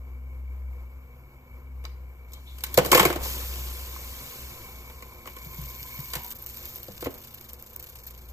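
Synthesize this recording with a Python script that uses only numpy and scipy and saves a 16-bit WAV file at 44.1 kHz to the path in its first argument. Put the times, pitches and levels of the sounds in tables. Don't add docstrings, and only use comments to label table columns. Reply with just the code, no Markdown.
import sys
import numpy as np
from scipy import signal
from scipy.fft import rfft, irfft, next_fast_len
from scipy.io import wavfile
from scipy.ndimage import uniform_filter1d

SR = 44100
rng = np.random.default_rng(int(sys.argv[2]) if len(sys.argv) > 2 else 0)


def natural_amplitude(level_db):
    exponent = np.asarray(level_db, float) / 20
    return 10 ** exponent


def wav_record(signal):
    frames = np.transpose(np.atleast_2d(signal))
    bounded = np.clip(frames, -1, 1)
    quanta = np.round(bounded * 32767).astype(np.int16)
    wavfile.write(sys.argv[1], SR, quanta)


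N = 366912
LENGTH = next_fast_len(N + SR)
HZ = np.arange(LENGTH // 2 + 1) * SR / LENGTH


def level(x, db):
    return x * natural_amplitude(db) / np.sqrt(np.mean(x ** 2))


def curve(table):
    s, db = np.transpose(table)
    return np.interp(np.arange(N) / SR, s, db)


def gain(points):
    hz, db = np.transpose(points)
    return natural_amplitude(np.interp(np.log(HZ + 1), np.log(hz), db))


def shape(x, response):
    return irfft(rfft(x, LENGTH) * response, LENGTH)[..., :N]


def band(x, lo_hz, hi_hz):
    return signal.sosfilt(signal.butter(2, [lo_hz, hi_hz], "bandpass", fs=SR, output="sos"), x)


def walk(rate):
    k = int(SR / rate)
    held = np.repeat(rng.standard_normal(N // k + 1), k)
    return 1.3 * uniform_filter1d(uniform_filter1d(held, k), k)[:N]


def bursts(s, db, t60, rise_s, bend=0.95):
    out, t = np.zeros(N + SR), np.arange(SR // 4) / SR
    for start, peak, fade in zip(s, db, t60):
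        fall = natural_amplitude(peak - 60 * (t / max(fade, .004)) ** bend)
        out[int(start * SR):][:len(t)] += fall * np.minimum(t / rise_s, 1)
    return out[:N]


def ring(push, modes):
    t = np.arange(SR // 3) / SR
    tones = sum(natural_amplitude(db - 60 * t / t60) * np.sin(2 * np.pi * hz * t) for hz, db, t60 in modes)
    return signal.fftconvolve(push, tones)[:N]


def scattered(x):
    z = signal.stft(x, nperseg=256)[2]
    turned = z * np.exp(2j * np.pi * rng.random(z.shape))
    return np.sqrt(2) * signal.istft(turned, nperseg=256)[1][:N]


# (pitch_hz, width_hz, lift_db)
PAN_RESONANCES = [(257, 35, 10), (357.7, 26, 12), (489, 48, 9), (1020, 170, 5), (7070, 1000, 2),
                  (14100, 830, 4.5)]


def pan():
    return 1 + sum((natural_amplitude(db) - 1) / (1 + 2j * (HZ - hz) / width) for hz, width, db in PAN_RESONANCES)


# (start_s, level_db)
DRONE_SWELLS = [(0.0, -40), (0.69, -34.5), (1.32, -56), (1.55, -45.5), (1.81, -37), (2.25, -44.5),
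                (3.54, -34.5), (4.12, -43.5), (4.31, -59), (4.45, -42.5), (4.63, -61), (4.75, -43.5),
                (5.23, -55.5), (5.65, -42), (5.9, -53), (6.1, -49.5), (7.55, -60.5), (8.32, -44.5)]
# (times_the_pitch, level_db)
DRONE_OVERTONES = [(2, -15.5), (3.8, -20.5)]
# (pitch_hz, level_db)
RUMBLE_COLOUR = [(20, -33), (35, -21), (60, 16.5), (90, 6), (130, -6.5), (200, -7), (300, -41)]


def drone():
    hz = 64.9 - np.interp(np.arange(N) / SR, (2.6, 5.8), [0, 4.5])
    turn = 2 * np.pi * np.cumsum(hz + 1.0 * walk(11)) / SR
    tone = np.sqrt(2) * np.sin(turn) * natural_amplitude(curve(DRONE_SWELLS) + 0.4 * walk(22))
    overtones = sum(natural_amplitude(db - 43 + 2.87 * walk(6.0)) * np.sin(times * turn) for times, db in DRONE_OVERTONES)
    rumble = level(shape(rng.standard_normal(N), gain(RUMBLE_COLOUR)), -54.5)
    return tone + overtones + rumble


# (start_s, level_db)
WATER_CHURN = [
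    (0.0, -61),
    (2.62, -60),
    (2.86, -45.5),
    (2.94, -46),
    (3.08, -48),
    (3.2, -45),
    (3.61, -52),
    (5.35, -56.5),
    (8.32, -58.5),
]
# (pitch_hz, level_db)
WATER_COLOUR = [(100, 6.5), (250, -10.5), (500, -5), (780, -6.5), (1300, -7.5), (1900, -15), (2700, -18.5),
                (5500, -25), (10000, -22.5), (14000, -17)]
# (pitch_hz, width_hz, level_db, share_of_churn_followed)
SINGING_WALLS = [(1041, 98, -5, 2.43), (2258, 116.5, 4, 1.5)]


def boil():
    bubbles, t = np.zeros(N + SR), np.arange(SR // 20) / SR
    for when, pitch, size in rng.random((900, 3)):
        hz = 220 * 9.0 ** pitch
        decay = hz / 2.7
        glide = np.sin(2 * np.pi * hz * t * (1 + 0.056 * decay * t))
        bubbles[int(when * N):][:len(t)] += natural_amplitude(8.4 * size) * np.exp(-decay * t) * glide
    seethe = rng.standard_normal((2, N)) * natural_amplitude(1.1 * walk(20))
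    colour = gain(WATER_COLOUR) * pan()
    water = level(shape(seethe[0], colour), 4.9) + level(shape(bubbles[:N], colour), -9.0)
    water_db = curve(WATER_CHURN)

    stir_db = np.minimum(water_db - WATER_CHURN[0][1], 5)
    walls = 0
    for hz, width, db, share in SINGING_WALLS:
        tone = shape(seethe[1], 1 / (1 + 2j * (HZ - hz) / width) ** 2)
        walls = walls + level(tone, db) * natural_amplitude(share * stir_db)
    time = np.arange(N) / SR
    wall_db = -66 + np.interp(time, (5.07, 5.95), [0, 7.5])
    cover_db = np.interp(time, [6.18, 6.3], [0, -14])
    return water * natural_amplitude(water_db), walls * natural_amplitude(wall_db + cover_db + 0.41 * walk(24))


# (start_s,
# crack_db, floor_db, wall_db)
BLOWS = [(2.3205, -41, -61, -77), (2.3341, -30.5, -63, -80), (2.5837, -33, -59, -55),
         (2.607, -35.5, -66, -66), (2.6377, -16, -72, -38), (2.6652, -31, -51, -53),
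         (2.7305, -38, -45, -66), (2.744, -21, -36, -50), (2.7755, -6.5, -2, -22.5),
         (2.785, -19, -43, -18.5), (2.8484, -22.5, -32, -32.5), (2.8606, -20, -26.5, -48),
         (2.9173, -6.5, -16, -22), (2.9282, -14, -16.5, -17.5), (2.9483, -7, -13.5, -19),
         (2.9754, -13.5, -22, -20.5), (2.9959, -9.5, -19.5, -16.5), (3.0289, -21, -20.5, -29),
         (3.0519, -13, -15, -26), (3.101, -27, -16.5, -22), (3.1277, -29, -37, -30),
         (3.1594, -25.5, -18.5, -36), (3.2067, -53, -30, -63), (3.2565, -64, -49, -32),
         (1.8404, -43, -46.5, -48), (1.854, -42, -62, -45), (3.9609, -52, -59, -35),
              (4.8985, -44, -64, -43.5), (5.024, -37, -51, -42), (5.257, -39, -37, -44),
              (5.2734, -34.5, -40, -35), (5.366, -34.5, -46, -48.5), (6.135, -20, -48, -31.5),
              (6.1536, -19.5, -35, -33.5), (6.633, -52, -61, -44), (6.8824, -37, -34.5, -56),
              (7.025, -34.5, -30, -33.5), (7.0574, -37, -24.5, -29), (7.0663, -38, -24, -37)]
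# (pitch_hz, level_db, fade_60db_s)
FLOOR_MODES = [(140, -6, .07), (359.3, -6.5, .04), (498, -1.5, 0.045), (674, -18.5, 0.039)]
# (pitch_hz, level_db, fade_60db_s)
WALL_MODES = [(890, -7, 0.14), (1077, 3.5, 0.037), (1095, 4, 0.038), (1173, -0.5, 0.034)]
# (pitch_hz, level_db, fade_60db_s)
RIM_MODES = [(1497, -1.5, 0.075), (2270, 4, 0.06), (2963, 3.5, 0.031), (4840, -10, 0.04), (8060, -8, 0.062)]


def knocks():
    s, crack_db, floor_db, wall_db = np.transpose(BLOWS)
    rim_db = 0.43 * crack_db + (1 - 0.43) * wall_db - 5
    t60 = np.where((s > 2.91) & (s < 3.06), 0.1, 0.056)
    noise = rng.standard_normal((4, N))
    bright = gain([(1500, -33), (3500, 0), (6000, -4.5), (9000, -1.5), (15000, -1.5), (16500, 9)])
    crack = level(shape(noise[0], bright * pan()), 0)
    snap = bursts(s, crack_db, t60, 0.0001) + bursts(s, crack_db + 2.5, 0.043 * t60, .0001)
    floor = ring(noise[1] * bursts(s, floor_db - 16, 0.31 * t60, 0.0028, bend=1.67), FLOOR_MODES)
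    wall = ring(noise[2] * bursts(s, wall_db - 13.0, 0.18 * t60, 0.0029), WALL_MODES)
    rim = ring(noise[3] * bursts(s, rim_db - 16.5, 0.24 * t60, 0.0016), RIM_MODES)
    rattle = level(band(noise[3], 1260, 2900), 0) * bursts(s, rim_db - 1.5, 1.47 * t60, 0.001)
    slosh = level(band(noise[1], 330, 760), 0) * bursts(s, floor_db - 9.5, 2.0 * t60, 0.027)
    return crack * snap + band(floor + wall, 192, 7100) + rim + rattle + slosh


# (pitch_hz, level_db, fade_60db_s)
TRIGGER_MODES = [(1300, -3, 0.024), (2180, -7, 0.018), (2980, -5, .012), (3990, 2.5, 0.01),
                 (4780, 1.5, .012), (5960, -6, .012)]
# (start_s, peak_db)
LID_TOUCHES = [
    (6.137, -39.5),
    (6.156, -41),
    (6.2, -56),
    (6.245, -47.5),
    (7.059, -62),
]
# (pitch_hz, level_db, fade_60db_s)
LID_MODES = [(880, -4.5, 0.1), (972, -2.5, 0.13), (945, -4, 0.14), (780, -3, 0.064)]


def trigger_and_lid():
    click, taps = np.zeros(N), np.zeros(N)
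    click[int(1.8525 * SR)] = natural_amplitude(-33)
    s, db = np.transpose(LID_TOUCHES)
    taps[(s * SR).astype(int)] = natural_amplitude(db)
    scuff = rng.standard_normal(N) * bursts(s, db - 26, 0 * s + 0.16, 0.0014)
    return ring(taps * .5 + scuff, LID_MODES) + ring(click, TRIGGER_MODES)


# (start_s, level_db)
HISS_LEVEL = [(2.28, -74), (2.65, -61), (2.9, -48.5), (3.1, -47.5), (3.19, -60.5), (3.24, -40), (3.45, -46),
              (3.91, -50.5), (4.38, -50.5), (4.85, -59.5), (5.27, -64), (5.59, -55), (6.08, -52),
              (6.4, -58), (6.65, -52.5), (6.9, -61.5), (7.6, -68), (8.32, -68.5)]
# (pitch_hz, level_db)
STEAM_COLOUR = [(200, -4.5), (500, -17.5), (1300, -1.5), (3000, 5), (5500, 2.5), (8000, 2), (11000, 5),
                (15000, 5.5), (16500, 8.5)]
# (start_s, length_s)
DROP_LIFTS = [
    (6.335, 0.015),
    (6.376, 0.0098),
    (6.449, 0.012),
]
# (first_s, last_s, beat_s, peak_db, body_db)
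ROCKING_DROPS = [(5.265, 5.446, .030, -45, -7), (5.51, 5.826, .0356, -30, -27.5),
                 (5.95, 6.139, .0467, -31, -31), (6.242, 6.304, .0325, -24, -18),
                 (6.348, 6.42, .032, -22, -49), (6.463, 6.566, .0347, -25, -23),
                 (6.65, 6.865, .0352, -29, -21), (6.908, 6.965, .027, -42, -3.5),
                 (7.005, 7.041, .035, -28, -9.5), (7.104, 7.213, .0347, -31.5, -15.5),
                 (7.237, 7.44, .0343, -32.5, -13), (7.486, 7.532, .043, -40, 1),
                 (7.59, 7.59, .034, -41, -7), (7.626, 7.73, .0343, -31, -14),
                 (7.759, 7.862, .0337, -32, -11.5), (7.887, 7.985, .0333, -34, -8.5),
                 (8.034, 8.068, .034, -25.5, -17.5), (8.101, 8.285, .0362, -38, -13.5)]


def sizzle():
    hiss_db = curve(HISS_LEVEL)
    t = np.arange(N) / SR
    dryness = np.interp(t, [4.6, 5.4], [0, 1])
    sizes = np.repeat(np.minimum(rng.exponential(size=N // 8 + 1), 6), 8)[:N]
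    grains = rng.standard_normal(N) * natural_amplitude((1.27 + 1.9 * dryness) * sizes)
    grains = grains * (t > HISS_LEVEL[0][0]) / np.sqrt(uniform_filter1d(grains ** 2, 4000))
    for start, length in DROP_LIFTS:
        grains[int(start * SR):int((start + length) * SR)] *= .3

    spits = []
    for first, last, beat, peak, body in ROCKING_DROPS:
        count = round((last - first) / beat) + 1
        spits += [(when, peak, body) for when in np.linspace(first, last, count)]
    s, peak_db, body_db = np.transpose(spits)
    chance = rng.standard_normal((2, len(s)))
    peak_db = peak_db + 4 * chance[0]
    lasts_s = 0.023 * natural_amplitude(0.4 * chance[1])

    body = natural_amplitude(hiss_db + 10) + bursts(s, peak_db + body_db - 5.5, 1.88 * lasts_s, 0.0026, bend=2.83)
    bright_db = hiss_db - 8 + 18 * dryness
    top = natural_amplitude(bright_db - 8.0) * (0.26 + 0.72 * dryness)
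    top = top + bursts(s, peak_db - 22.5, lasts_s, 0.00043, bend=3.4)
    low = level(shape(grains, gain(STEAM_COLOUR) * pan()), 0) * body
    high = level(band(band(grains, 10200, 16460), 10660, 15430), 0) * top
    echo = (0.089 + 0.19 * dryness) * np.roll(low, int(.00154 * SR))
    return high + low - echo


# (start_s, peak_db, fade_60db_s)
HAND_RUBS = [
    (2.34, -48, 0.22),
    (2.46, -50.5, 0.59),
]


def rubs():
    return level(band(rng.standard_normal(N), 3000, 3940), 0) * bursts(*np.transpose(HAND_RUBS), .02)


# (start_s, peak_db)
STEAM_POPS = [(5.616, -30), (6.004, -26), (6.236, -26), (6.2645, -27), (6.323, -24), (6.4392, -35),
              (7.347, -27), (7.4125, -31), (7.5335, -25), (7.6255, -28), (7.763, -21.5), (7.7994, -28),
              (7.827, -28), (7.9, -32), (8.0674, -30), (8.109, -31), (2.7428, -14.5), (3.0528, -14.5),
              (3.1024, -27.5), (6.4631, -22)]


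def pops():
    push = np.zeros(N)
    s, db = np.transpose(STEAM_POPS)
    push[(s * SR).astype(int)] = natural_amplitude(db + 13.5)
    return shape(push, gain([(1000, -14), (5000, -14), (12000, -1), (15000, 11.5), (16500, 17)]))


# (start_s, peak_db, pitch_hz, fade_60db_s)
BENCH_BUMPS = [(2.777, -20, 188, 0.15), (2.928, -32, 135, 0.1), (3.002, -20.5, 191, 0.15),
               (5.463, -29.5, 140, 0.069), (5.584, -28.5, 151, 0.13), (5.619, -31, 130.6, 0.16),
               (5.816, -33, 119, 0.095), (5.988, -27, 141, 0.11), (6.162, -25.5, 143, 0.059),
               (6.891, -42, 196, 0.21), (7.065, -28, 270, 0.12), (7.058, -31.5, 86, .15),
               (2.784, -23.5, 140, 0.12)]


def bumps():
    out, t = np.zeros(N + SR), np.arange(SR // 3) / SR
    for s, db, hz, t60 in BENCH_BUMPS:
        thud = natural_amplitude(db - 60 * t / t60) * np.sin(2 * np.pi * hz * t)
        out[int(s * SR):][:len(t)] += thud * np.minimum(t / 0.0068, 1)
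    return out[:N]


def room(hits):
    t = np.arange(SR // 2) / SR
    tail = band(rng.standard_normal((2, len(t))), 280, 7000) * natural_amplitude(-41.5 - 60 * t / 0.42) * (t > .004)
    wash = signal.fftconvolve(hits[None], tail, axes=1)[:, :N]
    return np.array([scattered(side) for side in wash])


# (pitch_hz, likeness_0_to_1)
PORT_LIKENESS = [(60, .97), (300, .97), (1000, .9), (1700, .6), (3100, .68), (4500, .45), (6500, .6),
                 (8500, .82), (16000, .82)]
# (pitch_hz, left_minus_right_db)
PORT_BALANCE = [(60, 1.8), (380, .8), (800, -1), (2400, 1.5), (4800, 3.5), (6500, 0)]


def two_ports(near, direct):
    hz, alike = np.transpose(PORT_LIKENESS)
    alike = np.clip(np.interp(np.log(HZ + 1), np.log(hz), alike), 0, 1)
    same = shape(direct, np.sqrt((1 + alike) / 2))
    other = shape(scattered(near), np.sqrt((1 - alike) / 2))
    half = np.sqrt(gain(PORT_BALANCE))
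    lag = np.exp(-2j * np.pi * HZ * .000153)
    return np.array([shape(same + other, half * lag), shape(same - other, 1 / half)])


def scene():
    hits = knocks() + bumps() + trigger_and_lid()
    water, walls = boil()
    near = water + sizzle() + pops() + hits + rubs()
    direct = near + walls + drone()
    air = level(band(rng.standard_normal((2, N)), 2600, 3000), -80.5)
    return two_ports(near, direct) + room(hits) + air


# (pitch_hz, weaker_by_db)
STEREO_DROP = [(0, 90), (2000, 30), (2700, 6.5), (4500, 6), (6500, 7), (8700, 1.8), (10300, 5.5),
               (12000, 5.5), (13800, 2.5)]


def joint_stereo(x):
    mix = np.array([[1, 1], [1, -1]]) / np.sqrt(2)
    hz, _, z = signal.stft(mix @ x, SR, "hann", nperseg=2048, noverlap=1024)
    edges = np.r_[0, (96 * 1.1 ** np.arange(13)).astype(int), 320:1024:32]
    power = np.add.reduceat(np.abs(z) ** 2, edges, axis=1) + 1e-18
    need_db = np.interp(hz[edges], *np.transpose(STEREO_DROP))[:, None]
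    keep = power * natural_amplitude(2 * need_db) > power[::-1]
    treble = power[:, 14:].sum(axis=(0, 1))
    keep = keep | (treble > natural_amplitude(11) * np.roll(treble, 1))
    z = z * np.repeat(keep, np.diff(np.r_[edges, len(hz)]), axis=1)
    return mix @ signal.istft(z, SR, "hann", nperseg=2048, noverlap=1024)[1][:, :N]


def top_cut(x):
    return signal.sosfilt(signal.butter(12, 16810, fs=SR, output="sos"), x)


# (pitch_hz, level_db)
PHONE_TOP = [(14900, 0.5), (15500, -28), (16200, -31.5), (17000, -49)]


def record(dry):
    rounded = np.tanh(shape(dry, gain(PHONE_TOP)))
    mix = joint_stereo(rounded)
    return top_cut(mix)


dry = scene()
out = record(dry)
wav_record(out)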